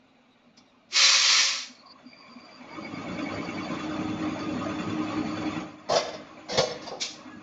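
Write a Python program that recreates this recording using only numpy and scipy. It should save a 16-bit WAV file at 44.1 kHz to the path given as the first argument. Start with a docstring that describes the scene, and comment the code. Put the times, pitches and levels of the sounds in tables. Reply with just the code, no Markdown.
"""A garbage truck across a front lawn, heard from a porch through a door camera's small microphone.
A far bird chirps over the idling diesel, then the air brake lets off a long jet of compressed air.
The engine revs up to drive the hydraulic arm: the pump hums, pivots squeak, the hollow body thumps.
The load eases, a plastic bin is knocked empty against the steel hopper, and the houses throw the bangs
back. A small valve spits a short puff of air near the end."""
import sys
import numpy as np
from scipy import signal
from scipy.fft import rfft, irfft, next_fast_len
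from scipy.io import wavfile
from scipy.ndimage import uniform_filter1d

SR = 44100
rng = np.random.default_rng(int(sys.argv[2]) if len(sys.argv) > 2 else 0)


def generate_wav(signal):
    """Clip the signal to [-1, 1] and save it as 16-bit WAV at the path in sys.argv[1]."""
    frames = np.transpose(np.atleast_2d(signal))
    scaled = np.clip(frames, -1, 1) * 32767
    pcm = np.round(scaled).astype(np.int16)
    wavfile.write(sys.argv[1], SR, pcm)


N = 327432
TIME = np.arange(N) / SR
HZ = np.fft.rfftfreq(N, 1 / SR)
LIFT_S, LOWER_S = 2.72, 5.64  # the arm loads the engine between these times
GRAB_S, EASE_S = 0.07, 0.072  # how long the load takes to come and to go


def amp(db):
    """Decibels to gain."""
    return 10 ** (np.asarray(db) / 20)


def unit(x):
    """Scales to rms 1."""
    return x / np.sqrt(np.mean(x ** 2) + 1e-20)


def unit_burst(x):
    """Scales the loudest 20 ms to rms 1."""
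    return x / np.sqrt(uniform_filter1d(x ** 2, size=882).max())


def ramp(start_s, length_s):
    """Goes from 0 to 1 in the given time, then stays."""
    return np.clip((TIME - start_s) / length_s, 0, 1)


def curve(rows):
    """A table of times and values, at every sample."""
    return np.interp(TIME, *np.transpose(rows))


def read(points, hz):
    """Reads a table of frequencies and values on a log-frequency axis."""
    freqs, values = np.transpose(points)
    return np.interp(np.log(hz + 1), np.log(freqs), values)


def add(mix, start_s, sound):
    """Mixes a sound in at the given time."""
    part = mix[max(round(start_s * SR), 0):][:len(sound)]
    part += sound[:len(part)]


def drift(rate_hz):
    """A slow random wander of rms 1."""
    return unit(irfft(rfft(rng.standard_normal(N)) / (1 + (HZ / rate_hz) ** 4), N))


def ripple(hz, width_hz):
    """Random peaks and dips along frequency, rms 1, none far above the rest."""
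    grid = np.arange(0, SR / 2, 5)
    bump = np.exp(-2 * (np.arange(-200, 201) * 5 / width_hz) ** 2)
    field = signal.fftconvolve(rng.standard_normal(len(grid)), bump, "same")
    return np.interp(hz, grid, unit(np.tanh(unit(field) / 2)))


def colour(x, spectrum, peaks=(), ripple_db=0, ripple_hz=50):
    """Shapes x by a broad spectrum, listed peaks and notches, and many small random ones; rms 1."""
    size = next_fast_len(len(x))
    hz = np.fft.rfftfreq(size, 1 / SR)
    peaks_db = sum(lift / (1 + (2 * (hz - centre) / width) ** 2) for centre, width, lift in peaks)
    db = read(spectrum, hz) + peaks_db + ripple_db * ripple(hz, ripple_hz)
    return unit(irfft(rfft(x, size) * amp(db), size)[:len(x)])


def churn(x, depth_db):
    """Narrow bands swell and fade on their own for some tens of milliseconds; rms 1."""
    bands = signal.stft(x, SR, nperseg=1024, noverlap=768)[2]
    patches = uniform_filter1d(rng.standard_normal(bands.shape), size=3, axis=0)
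    patches = unit(uniform_filter1d(patches, size=8, axis=1))
    return unit(signal.istft(bands * amp(depth_db * patches), SR, nperseg=1024, noverlap=768)[1][:N])


def street(level_db=-66):
    """The quiet wash of the street, as it reaches the porch."""
    # street noise: freq_hz, relative_db
    spectrum = [(30, -7.5), (150, -10), (550, 2.5), (1000, -3.5), (1700, -10), (2500, -2.5), (3200, -13),
                (3900, -7.5), (4600, -18.5), (7000, -26.5), (7800, -41), (9000, -48)]
    wash = colour(rng.standard_normal(N), spectrum, ripple_db=1.5, ripple_hz=60)
    return amp(level_db) * churn(wash, depth_db=2.2)


def bird(length_s=0.058, fall=0.062, blur=0.18):
    """A far bird: short falling notes, blurred by distance."""
    # notes: start_s, level_db, pitch_hz
    chirps = [(.07, -69, 3880), (.14, -77, 3920), (.3, -65, 3860), (.41, -74, 3900), (.66, -65, 3820)]
    out, progress = np.zeros(N), np.linspace(0, 1, int(length_s * SR))
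    for start_s, db, hz in chirps:
        pitch = hz * (1 + fall * (.5 - progress) + blur * rng.standard_normal(len(progress)))
        note = np.sin(2 * np.pi * np.cumsum(pitch) / SR)
        add(out, start_s, amp(db) * np.sin(np.pi * progress) * note)
    return out


def facades(x, dull_hz=3500):
    """House fronts throw each bang back, late and duller."""
    # single reflections: delay_s, gain_db
    echoes = [(.123, -19), (.175, -31)]
    out = x.copy()
    dull = signal.sosfilt(signal.butter(1, dull_hz, fs=SR, output="sos"), x)
    for delay_s, db in echoes:
        add(out, delay_s, amp(db) * dull)
    return out


def street_echo(x, echo_db=-20, crossing_s=0.083):
    """Houses and trees scatter a tail of echoes, strongest after the trip across the street."""
    # decay of the tail: freq_hz, t60_s
    decay = [(100, 0.91), (700, 0.56), (2000, 1), (5000, 0.39), (8000, 0.1)]
    taps = rng.standard_normal(SR) * (rng.random(SR) < 2000 / SR)
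    hz, t, bands = signal.stft(taps, SR, nperseg=256)
    envelope = np.minimum(t / crossing_s, 1) ** 2 * amp(-60 * t / read(decay, hz)[:, None])
    tail = signal.istft(bands * envelope, SR, nperseg=256)[1]
    return x + amp(echo_db) * signal.fftconvolve(x, tail / np.linalg.norm(tail))[:N]


def engine_cycles(hunt=.015):
    """Count of four-stroke cycles so far; the speed hunts a little."""
    # engine speed: time_s, cycles_per_s
    speed = [(0, 5.9), (1.2, 5.8), (1.8, 8.44), (2.75, 8.24), (3.15, 9.82), (5.55, 10.35), (5.9, 8),
             (7.42, 8.1)]
    return np.cumsum(curve(speed) * (1 + hunt * drift(5))) / SR


def arm_load():
    """Share of the hydraulic load on the engine, 0 to 1."""
    return ramp(LIFT_S, GRAB_S) * (1 - ramp(LOWER_S, EASE_S))


def diesel(rise_cycles=0.068, decay_cycles=0.28, uneven_db=1.5, lumpy_db=2, surge_hz=4.28):
    """Six uneven cylinders: each firing puffs the exhaust and rattles its own part of the block."""
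    # strength of each firing: relative_db
    cylinders = [-6.5, -5, -5, -5.5, -6.5, -5]
    # engine effort from revving up to easing off: time_s, level_db
    effort = [(2.02, -57), (2.14, -57), (3.1, -39.5), (3.63, -37), (4.82, -37.5), (5.5, -36), (5.57, -35.5),
              (5.77, -52.5), (5.85, -50)]
    # narrow rumble at idle: freq_hz, relative_db
    idle_spectrum = [(25, -36), (60, -19.5), (120, -11.5), (200, -7), (255, 5.5), (300, -12), (380, -19),
                     (480, -26), (800, -53), (4000, -88.5)]
    # wider rumble under load: freq_hz, relative_db
    work_spectrum = [(25, -27.5), (45, -31.5), (65, -13), (105, -6), (128, -10.5), (165, 0), (260, 3),
                     (325, 3.5), (355, -7.5), (440, -6.5), (490, -14.5), (800, -67), (4000, -82.5)]
    # clatter of the block: freq_hz, relative_db
    block_spectrum = [(200, -22), (450, -8), (600, 1.5), (850, -2), (1050, 2), (1280, -4.5), (1550, -6),
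                      (2100, -10), (2650, -7), (3000, -15), (3900, -20.5), (5100, -22), (7050, -20),
                      (7600, -54), (9000, -63.5)]
    # ringing panels of the truck: centre_hz, width_hz, lift_db
    panels = [(1030, 97, 3), (1283, 29, 5), (2250, 370, 3.5), (3364, 170, 7), (3480, 90, 4.5),
              (4460, 380, 10)]
    effort_db = curve([(1.0, -66.5), *effort])  # steady idle for the first second
    cycles = engine_cycles()
    firings = cycles * len(cylinders)
    puff_gain = np.take(amp(cylinders), firings.astype(int), mode="wrap")
    puffs = puff_gain * (.5 + np.exp(-(firings % 1) / 0.2)) * rng.standard_normal(N)
    clatter = 0
    for k, db in enumerate(cylinders):
        own_cycles = cycles + 1 - k / len(cylinders)
        phase = own_cycles % 1
        strength = amp(uneven_db * rng.standard_normal(N)[own_cycles.astype(int)])
        envelope = (1 - np.exp(-phase / rise_cycles)) * np.exp(-phase / decay_cycles)
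        knocks = strength * envelope * rng.standard_normal(N)
        clatter += amp(db) * colour(knocks, block_spectrum, panels, ripple_db=5, ripple_hz=67.5)
    clatter = amp(effort_db - 1) * churn(clatter, depth_db=2.6)
    # the exhaust surges more as the bin goes up
    surge_db = 2.5 * ramp(LIFT_S, LOWER_S - LIFT_S) * np.cos(2 * np.pi * surge_hz * (TIME - 4.96))
    working = np.maximum(arm_load(), amp(-8)) * amp(effort_db + 2 + surge_db)
    coasting = ramp(LOWER_S, EASE_S) * amp(-59)
    idle_rumble = (amp(-63) + coasting) * colour(rng.standard_normal(N), idle_spectrum)
    work_rumble = (working + coasting) * colour(puffs, work_spectrum)
    return (idle_rumble + work_rumble) * amp(lumpy_db * drift(8)) + clatter


def pump(hum_hz=312, level_db=-36, waver=0.00802, flutter_db=4, light_db=-9.5, relaxed_db=-18):
    """The hydraulic hum swells as the arm takes the weight, and drops back when the bin is up."""
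    # tones of the pump: multiple_of_hum, relative_db
    orders = [(1 / 3, -13.5), (0.99, 0), (1.81, -13), (2.5, -17.5), (3.97, -12.5)]
    weight = ramp(3.48, 0.44)
    gain = arm_load() * amp(light_db * (1 - weight)) + ramp(LOWER_S, EASE_S) * amp(relaxed_db)
    tones = 0
    for order, db in orders:
        turns = order * np.cumsum(hum_hz * (1 + waver * drift(14.43))) / SR
        tones += amp(db) * unit(amp(flutter_db * drift(14.6)) * np.sin(2 * np.pi * turns))
    return amp(level_db) * gain * tones


def squeaks(chatter_db=1.8, throb=.75):
    """Dry pivots and strained valves sing in narrow bands that throb at engine rate, more under load."""
    # squeaks of the arm: start_s, length_s, pitch_hz, width_hz, level_db
    rubs = [(1.72, .12, 4380, 240, -60), (1.82, .18, 1060, 120, -55), (1.85, .09, 4600, 380, -53),
            (2.02, .62, 4730, 170, -57.5), (2.08, .44, 2330, 200, -59), (2.17, .32, 1060, 100, -57),
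            (2.555, 1.33, 2245, 85, -48), (2.67, .34, 4740, 170, -57), (3.09, .64, 4620, 100, -55),
            (3.5, 1.2, 3510, 70, -55.5), (4.37, .14, 4570, 120, -53), (5.13, .38, 4520, 90, -55),
            (6.69, .045, 5280, 160, -44), (7.17, .24, 1680, 30, -57)]
    out, freqs = np.zeros(N), np.fft.rfftfreq(2 * SR, 1 / SR)
    cycles, strain = engine_cycles(), arm_load()
    for start_s, length_s, hz, width_hz, db in rubs:
        first = int(start_s * SR)
        span = slice(first, first + int(length_s * SR))
        turns = cycles[span] - cycles[first]
        band = 1 / (1 + ((freqs - hz) / width_hz) ** 2) ** 2
        rub = irfft(rfft(rng.standard_normal(2 * SR)) * band)[:len(turns)]
        shake = (1 - throb * np.cos(2 * np.pi * turns)) ** (.5 + strain[span])
        add(out, start_s, amp(db) * unit(rub * shake) * signal.windows.tukey(len(rub), .3))
    return out * unit(amp(chatter_db * drift(25)))


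def body_thumps(swell_s=0.017):
    """The hollow truck body swells and dies on one low note at each thump."""
    # thumps: start_s, level_db, pitch_hz
    thumps = [(.92, -48.5, 366), (1.69, -46, 249.4), (2.052, -40, 250), (2.285, -47.5, 235),
              (2.352, -40, 245), (2.596, -41, 248), (3.215, -27, 281), (7.247, -39.5, 258)]
    out, t = np.zeros(N), np.arange(SR // 4) / SR
    envelope = (t / swell_s * np.exp(1 - t / swell_s)) ** 2
    for start_s, db, hz in thumps:
        add(out, start_s, amp(db) * envelope * np.sin(2 * np.pi * hz * t))
    return out


def air_jet(spectrum, start_s, attack_s, hold_s, release_s, bend, level_db, sputter_db,
            porch_colouring=(), surge_db=0, sag_db_per_s=0):
    """Turbulent compressed air: a valve opens, then the pressure runs out, 20 dB down in release_s."""
    open_s = TIME - start_s - attack_s
    opening_db = -52 * (1 - ramp(start_s, attack_s)) ** 2
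    swing_db = surge_db * np.cos(2 * np.pi * (open_s - 0.074) / 0.29)  # the flow surges every 0.29 s
    sag_db = sag_db_per_s * np.clip(open_s, 0, hold_s)
    fall_db = 20 * (np.maximum(open_s - hold_s, 0) / release_s) ** bend
    envelope_db = level_db + opening_db + swing_db - sag_db - fall_db
    hiss = colour(rng.standard_normal(N), spectrum, porch_colouring, ripple_db=1.4, ripple_hz=25)
    hiss = churn(hiss, depth_db=1.2)
    return (TIME > start_s) * amp(envelope_db + sputter_db * drift(60)) * hiss


def air_valve():
    """A small valve spits a short puff of air."""
    # hiss of the valve: freq_hz, relative_db
    spectrum = [(500, -24), (1400, -17), (2000, -14), (2300, -5), (2750, -9.5), (2930, -14), (3400, -2),
                (4400, -2.5), (5800, -3.5), (7100, -9.5), (7600, -27), (8800, -41)]
    return air_jet(spectrum, start_s=6.987, attack_s=.036, hold_s=.004, release_s=.115, bend=.9,
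                   level_db=-28, sputter_db=.6)


def air_brake():
    """The brake vents a long blast of air, coloured by the porch."""
    # hiss of the brake: freq_hz, relative_db
    spectrum = [(100, -37.5), (300, -25), (800, -18.5), (1050, -5.5), (1330, -7.5), (1500, -7.5),
                (2000, -2), (2550, -1), (2930, -2.5), (3200, -0.5), (4400, 2), (5700, 2), (7300, -8.5),
                (7800, -29), (9000, -36.5)]
    # peaks and notches that nearby porch reflections put on the hiss: centre_hz, width_hz, lift_db
    porch_colouring = [(551, 46, 14.5), (613, 13, -15.5), (676, 48, 6), (1145, 61, 6), (1300, 15, 10.5),
                       (1530, 72, -6.5), (1660, 50, 2.5), (2235, 61, 10.5), (2374, 88, -1.5),
                       (2520, 51, 5.5), (2990, 71, -4.5), (3390, 16, 7), (3140, 40, 8), (3750, 150, -3),
                       (4060, 20, 6), (4290, 36, 7), (4460, 30, 4.5), (4800, 20, 2.5), (5180, 130, -4.5),
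                       (5400, 51, 3.5)]
    return air_jet(spectrum, start_s=.89, attack_s=.095, hold_s=.41, release_s=.25, bend=1.67,
                   level_db=-19, sputter_db=.62, porch_colouring=porch_colouring,
                   surge_db=1.1, sag_db_per_s=4)


def bin_blows(rise_s=0.0099, boom_s=0.01, clang_s=0.057, clang_db=-9, grit_db=1):
    """Each blow is a dying rattle of contacts that rings the bin, clashes on steel, booms the hopper."""
    # blows of bin and arm: start_s, plastic_db, steel_db, boom_db, rattle_s
    blows = [(.566, -80, -54, -73, 0.013), (5.885, -30, -34.5, -54, 0.031), (5.894, -27, -37, -52, 0.01),
             (5.914, -22.5, -30.5, -39, 0.056), (5.952, -22.5, -26, -41, 0.02),
             (6.075, -39.5, -45.5, -54, 0.013), (6.128, -40, -45, -52, 0.016),
             (6.483, -35, -36, -52, 0.064), (6.518, -31, -35.5, -41, 0.064),
             (6.571, -23, -23.5, -31.5, 0.011), (6.583, -23.5, -27, -33.5, 0.016),
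             (6.623, -27.5, -41.5, -47, 0.015), (6.81, -51, -47, -62, .05), (6.86, -41, -39.5, -61, 0.023),
             (6.905, -35, -57, -50, 0.049)]
    # modes of the plastic bin: pitch_hz, relative_db, t60_s
    modes = [(380.6, -7.5, 0.14), (505.4, -2.5, 0.098), (526, -1, 0.14), (585.7, -2, 0.083), (625, 0, 0.14),
             (687, 4, 0.067), (701.4, -6.5, 0.18), (769.6, -7, 0.16), (876, -13, 0.22), (960, -16, 0.23),
             (1089, -7, 0.21)]
    # struck steel: freq_hz, relative_db
    steel_spectrum = [(60, -33), (300, -13), (800, 1), (1200, -1.5), (1600, -5.5), (2100, -4), (2550, -7),
                      (3000, -7), (3500, -1.5), (4000, -3), (4550, 2.5), (5600, -2), (7100, -14),
                      (7700, -32), (8800, -43)]
    # low boom of the hopper: freq_hz, relative_db
    boom_spectrum = [(30, -22), (65, 0.5), (105, -1.5), (180, 10.5), (260, 1.5), (330, -4), (500, -48),
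                     (1500, -68)]
    out, t = np.zeros(N), np.arange(SR // 2) / SR
    walls = signal.butter(2, [350, 1150], "band", fs=SR, output="sos")  # thin plastic radiates the mids
    onset = (1 - np.exp(-t / rise_s)) ** 2
    for start_s, plastic_db, steel_db, boom_db, rattle_s in blows:
        contacts, grit, hopper_noise, panel_noise = rng.standard_normal((4, len(t)))
        dying = np.exp(-t / rattle_s)
        force = onset * dying
        ring = 0
        for hz, db, t60 in modes:
            turns = hz * rng.uniform(0.95, 1.015) * t + rng.random()
            ring += amp(db - 60 * t / t60) * np.sin(2 * np.pi * turns)
        plastic = signal.sosfilt(walls, signal.fftconvolve(contacts * force * dying, ring)[:len(t)])
        clash = colour(contacts * amp(-grit_db * grit), steel_spectrum, ripple_db=4.5, ripple_hz=120)
        panel = colour(panel_noise, steel_spectrum, ripple_db=13.5, ripple_hz=35)
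        clang = panel * onset * np.exp(-t / clang_s)  # a few panel modes ring on
        steel = unit_burst(clash * force) + amp(clang_db) * unit_burst(clang)
        boom = colour(hopper_noise, boom_spectrum) * t * np.exp(-t / boom_s)
        blow = amp(plastic_db) * unit_burst(plastic) + amp(steel_db) * steel
        add(out, start_s, blow + amp(boom_db) * unit_burst(boom))
    return out


def scene():
    """The truck a lawn away over the quiet street, in mono; its knocks echo off the houses."""
    background = street() + bird()
    truck = diesel() + pump() + squeaks() + air_brake() + air_valve()
    knocks = street_echo(facades(bin_blows() + body_thumps()))
    return (background + truck + knocks)[None]


def record(dry):
    """The small microphone on the porch loses the treble above 9.1 kHz."""
    lowpass = signal.firwin(401, 9100, window=("kaiser", 9), fs=SR)
    return signal.oaconvolve(dry, lowpass[None], "same")


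dry = scene()
out = record(dry)
generate_wav(out)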